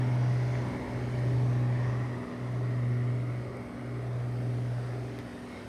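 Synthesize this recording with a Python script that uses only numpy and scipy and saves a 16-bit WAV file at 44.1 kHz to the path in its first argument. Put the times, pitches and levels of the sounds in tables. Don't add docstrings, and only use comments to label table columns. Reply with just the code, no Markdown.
import sys
import numpy as np
from scipy import signal
from scipy.fft import rfft, irfft, next_fast_len
from scipy.io import wavfile
from scipy.ndimage import uniform_filter1d, map_coordinates

SR = 44100
rng = np.random.default_rng(int(sys.argv[2]) if len(sys.argv) > 2 else 0)


def file_out(sig):
    cols = np.atleast_2d(sig).T
    lim = np.clip(cols, -1, 1)
    pcm = np.round(lim * 32767).astype(np.int16)
    wavfile.write(sys.argv[1], SR, pcm)


N = 250480

# (multiple of camshaft rate, level at the reference distance [dB])
EXHAUST_LINES = [(3, -56.5), (9, -52.5), (10, -56.5), (11, -58.5), (13, -65), (14, -51), (15, -53),
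                 (16, -62), (18, -52.5), (19, -56), (20, -51.5), (24, -69), (25, -71), (27, -60), (28, -63),
                 (29, -55.5), (30, -64.5), (32, -62), (34, -65), (40, -66)]
# (time [s], level change [dB])
NOTE_WAVER = [(0, -1), (1.0, 1), (2.0, -0.5), (2.9, 0.5), (3.45, -3), (4.0, -1.5), (5.2, -1.5), (5.68, -28)]
# (time [s], half width [s], multiple of camshaft rate, level change [dB])
LINE_FLARES = [(.8, 0.37, 3, 4.5), (0.26, 0.6, 34, 5), (1.2, .1, 29, 4), (1.28, .1, 14, 4.5),
               (1.3, .08, 18, 8), (1.67, 0.15, 40, 11), (2.02, 0.089, 40, 12), (0.67, 0.14, 12, -1.5),
               (2.16, .2, 12, 2.5), (2.8, 0.17, 12, 2.5), (3.87, .15, 12, 2), (5.7, 0.25, 12, 3.5),
               (5.65, 0.23, 14, 11), (5.225, 0.11, 20, 11.5)]
# (multiple of its blade rate, level at the reference distance [dB])
TAIL_LINES = [(1, -55.5), (2, -62), (3, -58)]
# (multiple of its blade rate, level before MAIN_DB [dB])
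MAIN_LINES = [(5, -55), (6, -60.5), (7, -65), (8, -64), (9, -48), (10, -79)]
# (frequency [Hz], relative density [dB per Hz])
GAS_SPECTRUM = [(40, -26), (65, -1), (110, 5.5), (170, 3.2), (330, -3), (450, -5), (640, -2.5), (800, -8),
                (1100, -20.5), (2000, -54), (6000, -88)]
WASH_SPECTRUM = [(400, -19), (650, 3.5), (820, 0), (1150, 0.5), (1400, -3), (1600, -7), (2400, -19.5),
                 (4000, -40), (9000, -78)]
RASP_SPECTRUM = [(900, -30), (1400, -30), (1700, -1), (1880, 6), (2020, 3.5), (2200, 3), (2420, -9),
                 (2800, -17), (4000, -22), (7000, -56), (14000, -80)]
SURF_SPECTRUM = [(300, -1), (1500, 7), (3000, 3), (3500, 0.5), (5000, -0.5), (6400, -5.5), (7200, -10),
                 (9000, -21.5), (12000, -50)]
FIZZ_SPECTRUM = [(4000, -32), (7300, -14.5), (7900, -1), (8150, 0.5), (9400, 0), (10000, -3.5),
                 (12000, -7.5), (13200, -13), (15000, -19)]
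SPRAY_SPECTRUM = [(2500, -28), (4200, -5), (5100, 1), (6400, -3.5), (7300, -17), (12000, -37)]
RUMBLE_SPECTRUM = [(20, -17), (40, -8), (52, 1), (64, -2.5), (100, 9), (200, -2), (500, 2.5), (1500, -27.5),
                   (6000, -79)]
BODY_SPECTRUM = [(200, -10), (900, -1), (1500, -1), (2100, 7), (2900, -10), (4500, -12), (6000, -15),
                 (7500, -28), (14000, -47)]
GRIP_SPECTRUM = [(700, -15), (1100, 9), (1350, -5), (1750, -3), (2170, 7), (2500, -13), (3300, -18),
                 (3700, -6), (4200, -8), (4500, -17), (5400, -12), (6100, -30), (14000, -49)]
# (time [s], half width [s], gas swell [dB], wash swell [dB], rasp swell [dB])
ROAR_GUSTS = [(.08, 0.16, 0.5, 1.5, 2.5), (.54, 0.023, -6, 3, 5), (.66, 0.074, 0.5, 0, 4),
              (.78, 0.14, 4, 1.5, 1), (1.3, 0.14, 4, -2, 0.5), (1.9, 0.15, 3.5, 3, 4), (2.7, 0.04, 0, 0, 3),
              (3.0, 0.09, -5, -0.5, 0.5), (4.18, .1, 2, 1.5, 2), (4.95, .04, 2.5, 2, 1)]
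# (time [s], surf level [dB], fine hiss level [dB])
SHORE_LEVELS = [(0, -55, -70), (.5, -53.5, -68.5), (1.3, -54.5, -68.5), (1.7, -56, -71), (3.8, -60.5, -72),
                (4.5, -57.5, -69), (5.68, -56, -69)]
# (time [s], half width [s], peak level [dB])
SPRAY_SWELLS = [(.45, 0.33, -63), (1.9, 0.092, -65)]
# (time [s], impulse level before colouring [dB])
HANDLING_TICKS = [(0.341, -30), (0.6876, -26.5), (1.4147, -38), (3.5702, -28)]
# (frequency [Hz], gain [dB])
TICK_RESPONSE = [(300, -20), (3000, -16), (7600, -12), (9000, 0), (10500, -10), (13000, -16), (15000, -26)]
TAP_RESPONSE = [(300, 10), (1000, 13), (2000, 19.5), (3200, 13), (4400, 11.5), (6000, 2), (8000, -6),
                (10800, 0), (14000, 0), (15000, -4)]

SPEED_M_PER_S, ABEAM_M, NEAREST_S = 13.837, 50.44, -1.053
HEIGHT_M, MICROPHONE_HEIGHT_M = 40.726, 20.576
FIRING_HZ, SOUND_M_PER_S = 125.3, 343
REFERENCE_M = 69
CYLINDERS = 6
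TAIL_GEAR, MAIN_GEAR = 3.55, 0.595

NOTE_DB, NOTE_LOSS_DB = -30.5, 6.5
OCTAVE_DB, OCTAVE_LOSS_DB = -46, 7
GAS_DB, GAS_LOSS_DB = -46, 7
WASH_DB, WASH_LOSS_DB = -50, 5.5
RASP_DB, RASP_LOSS_DB = -54.5, 9
MAIN_DB, MAIN_LOSS_DB = -8, 6
TAIL_LOSS_DB = 9
LINE_LOSS_DB, LINE_STEEP_DB, LINE_EDGE = 3, 1.35, 24
LINE_ECHO, LINE_FLUTTER_DB, LINE_DRIFT = 0.62, 0.35, 0.045
ECHO_EDGE = 21
FOLLOW_SHARE = 0.17
RASP_FLUTTER_DB = 0.9
EDGE_BELOW_M, EDGE_ECHO = 0.8, 0.28

BREEZE_S, BREEZE_WIDTH_S, BREEZE_DB = 0.96, 0.3, 4.5
TAP_S, TAP_DB = 5.1891, -31.5
BRUSH_S, BRUSH_WIDTH_S, BRUSH_DB = 5.199, 0.016, -51
STROKE_S, STROKE_WIDTH_S, STROKE_DB = 5.555, 0.07, -53
TOP_HZ = 15300


def amp(db):
    return 10 ** (np.asarray(db) / 20)


def unit(x):
    return x / np.sqrt(np.mean(x ** 2) + 1e-20)


def curves(rows):
    s, *columns = np.transpose(rows)
    return [np.interp(np.arange(N) / SR, s, column) for column in columns]


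def wobble(rate):
    knots = rng.standard_normal(int(N * rate / SR) + 4)
    return map_coordinates(knots, [np.arange(N) * rate / SR])


def swell(s, width_s):
    return np.exp(-((np.arange(N) / SR - s) / width_s) ** 2)


def filtered(x, response):
    m = next_fast_len(N + 8192)
    return irfft(rfft(x, m) * response(np.fft.rfftfreq(m, 1 / SR)), m)[:N]


def coloured(x, spectrum):
    f, db = np.transpose(spectrum)
    return filtered(x, lambda hz: amp(np.interp(np.log(hz + 1), np.log(f), db)))


def rush(spectrum, patchy_db):
    z = signal.stft(rng.standard_normal(N), nperseg=1024)[2]
    field = uniform_filter1d(rng.standard_normal(z.shape), size=6, axis=0)
    field = uniform_filter1d(field, size=14, axis=1)
    patchy = signal.istft(z * amp(patchy_db * unit(field)), nperseg=1024)[1][:N]
    return unit(coloured(patchy, spectrum))


def ranges():
    ground = np.hypot(ABEAM_M, SPEED_M_PER_S * (np.arange(N) / SR - NEAREST_S))
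    direct = np.hypot(ground, HEIGHT_M - MICROPHONE_HEIGHT_M)
    mirrored = np.hypot(ground, HEIGHT_M + MICROPHONE_HEIGHT_M)
    return direct, mirrored


def camshaft():
    seconds = np.arange(N) / SR
    return [FIRING_HZ / CYLINDERS * (seconds - metres / SOUND_M_PER_S) for metres in ranges()]


def fade(loss_db):
    return amp(-loss_db * np.log2(ranges()[0] / REFERENCE_M))


def line(order, paths, echo, flutter_db, drift):
    phase = rng.uniform(0, 2 * np.pi) + drift * wobble(7)
    direct, mirrored = [
        amp(flutter_db * wobble(9)) * np.sin(2 * np.pi * order * turns + phase) for turns in paths]
    return unit(direct + echo * mirrored)


def flare(order):
    return amp(sum(db * swell(s, width_s)
                   for s, width_s, which, db in LINE_FLARES if abs(which - order) < 0.5))


def waver():
    return amp(FOLLOW_SHARE * curves(NOTE_WAVER)[0])


def exhaust(paths):
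    direct, mirrored = ranges()
    note = line(CYLINDERS, paths, echo=(direct / mirrored) ** 0.72, flutter_db=1.0, drift=0.0089)
    out = amp(NOTE_DB + curves(NOTE_WAVER)[0]) * fade(NOTE_LOSS_DB) * note

    octave = line(2 * CYLINDERS, paths, echo=0.71, flutter_db=0.45, drift=0.043)
    out += amp(OCTAVE_DB) * fade(OCTAVE_LOSS_DB) * flare(2 * CYLINDERS) * octave

    for order, db in EXHAUST_LINES:
        height = order / CYLINDERS
        loss_db = LINE_LOSS_DB + LINE_STEEP_DB * max(order - LINE_EDGE, 0)
        gain = amp(db) * fade(loss_db) * flare(order) * waver()
        echo = LINE_ECHO * min(1, (ECHO_EDGE / order) ** 2)
        out += gain * line(order, paths, echo, LINE_FLUTTER_DB * height, LINE_DRIFT * height)
    return out


def rotors(paths):
    tail = sum(amp(db) * line(k * TAIL_GEAR, paths, echo=0.19, flutter_db=2.0, drift=0.3)
               for k, db in TAIL_LINES)
    main = sum(amp(db) * line(k * MAIN_GEAR, paths, echo=0.92, flutter_db=0.5, drift=1.0)
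               for k, db in MAIN_LINES)
    return fade(TAIL_LOSS_DB) * tail + amp(MAIN_DB) * fade(MAIN_LOSS_DB) * main


def puffs(turns, sharpness, uneven):
    angle = 2 * np.pi * turns
    pattern = np.cos(2 * angle) + np.cos(3 * angle) + np.cos(4 * angle)
    return unit(np.exp(sharpness * np.cos(CYLINDERS * angle) + uneven * pattern))


def over_sea(x, echo):
    direct, mirrored = ranges()
    n = np.arange(N)
    lag = SR * (mirrored - direct) / SOUND_M_PER_S
    return unit(x + echo * np.interp(n - lag, n, x, period=N))


def roar(paths):
    turns = paths[0]
    gusts_db = sum(np.outer(db, swell(s, width_s)) for s, width_s, *db in ROAR_GUSTS)
    gas_db, wash_db, rasp_db = gusts_db + 0.16 * wobble(9)
    swish = amp(0.33 * np.cos(2 * np.pi * MAIN_GEAR * turns))

    gas = over_sea(rush(GAS_SPECTRUM, patchy_db=1.5), echo=0.32)
    gas = gas * puffs(turns, sharpness=0.2, uneven=0.13)
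    wash = over_sea(rush(WASH_SPECTRUM, patchy_db=1.55), echo=0.44)
    wash = wash * swish * puffs(turns, sharpness=0.13, uneven=0.066)
    rasp = rush(RASP_SPECTRUM, patchy_db=1.8) * puffs(turns, sharpness=0.19, uneven=0.095)
    rasp = rasp * amp(RASP_FLUTTER_DB * wobble(14))

    return (amp(GAS_DB + gas_db) * fade(GAS_LOSS_DB) * waver() * gas
            + amp(WASH_DB + wash_db) * fade(WASH_LOSS_DB) * wash
            + amp(RASP_DB + rasp_db) * fade(RASP_LOSS_DB) * rasp)


def past_edge(x):
    sine_elevation = (HEIGHT_M - MICROPHONE_HEIGHT_M) / ranges()[0]
    lag_s = 2 * EDGE_BELOW_M * sine_elevation / SOUND_M_PER_S
    n = np.arange(N)
    return x - EDGE_ECHO * np.interp(n - SR * lag_s, n, x)


def shore():
    surf_db, fizz_db = curves(SHORE_LEVELS)
    surf = amp(surf_db + 0.17 * wobble(8)) * rush(SURF_SPECTRUM, patchy_db=1.48)
    fizz = amp(fizz_db) * rush(FIZZ_SPECTRUM, patchy_db=1.8)
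    spray_gain = sum(amp(db) * swell(s, width_s) for s, width_s, db in SPRAY_SWELLS)
    spray = spray_gain * rush(SPRAY_SPECTRUM, patchy_db=3.5)
    breeze_db = -48.5 + BREEZE_DB * swell(BREEZE_S, BREEZE_WIDTH_S) + 0.44 * wobble(6.3)
    rumble = amp(breeze_db) * rush(RUMBLE_SPECTRUM, patchy_db=0.5)
    return surf + fizz + spray + rumble


def click(s, db):
    return amp(db) * (np.arange(N) == round(s * SR))


def hand():
    ticks = coloured(sum(click(s, db) for s, db in HANDLING_TICKS), TICK_RESPONSE)
    tap = coloured(click(TAP_S, TAP_DB), TAP_RESPONSE)
    brush = amp(BRUSH_DB) * swell(BRUSH_S, BRUSH_WIDTH_S) * rush(BODY_SPECTRUM, patchy_db=1.2)
    slide = amp(STROKE_DB) * swell(STROKE_S, STROKE_WIDTH_S) * rush(GRIP_SPECTRUM, patchy_db=3.0)
    return ticks + tap + brush + slide


def scene():
    paths = camshaft()
    helicopter = exhaust(paths) + rotors(paths) + past_edge(roar(paths))
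    return (helicopter + shore() + hand())[None]


def record(dry):
    return filtered(dry[0], lambda hz: hz < TOP_HZ)[None]


dry = scene()
out = record(dry)
file_out(out)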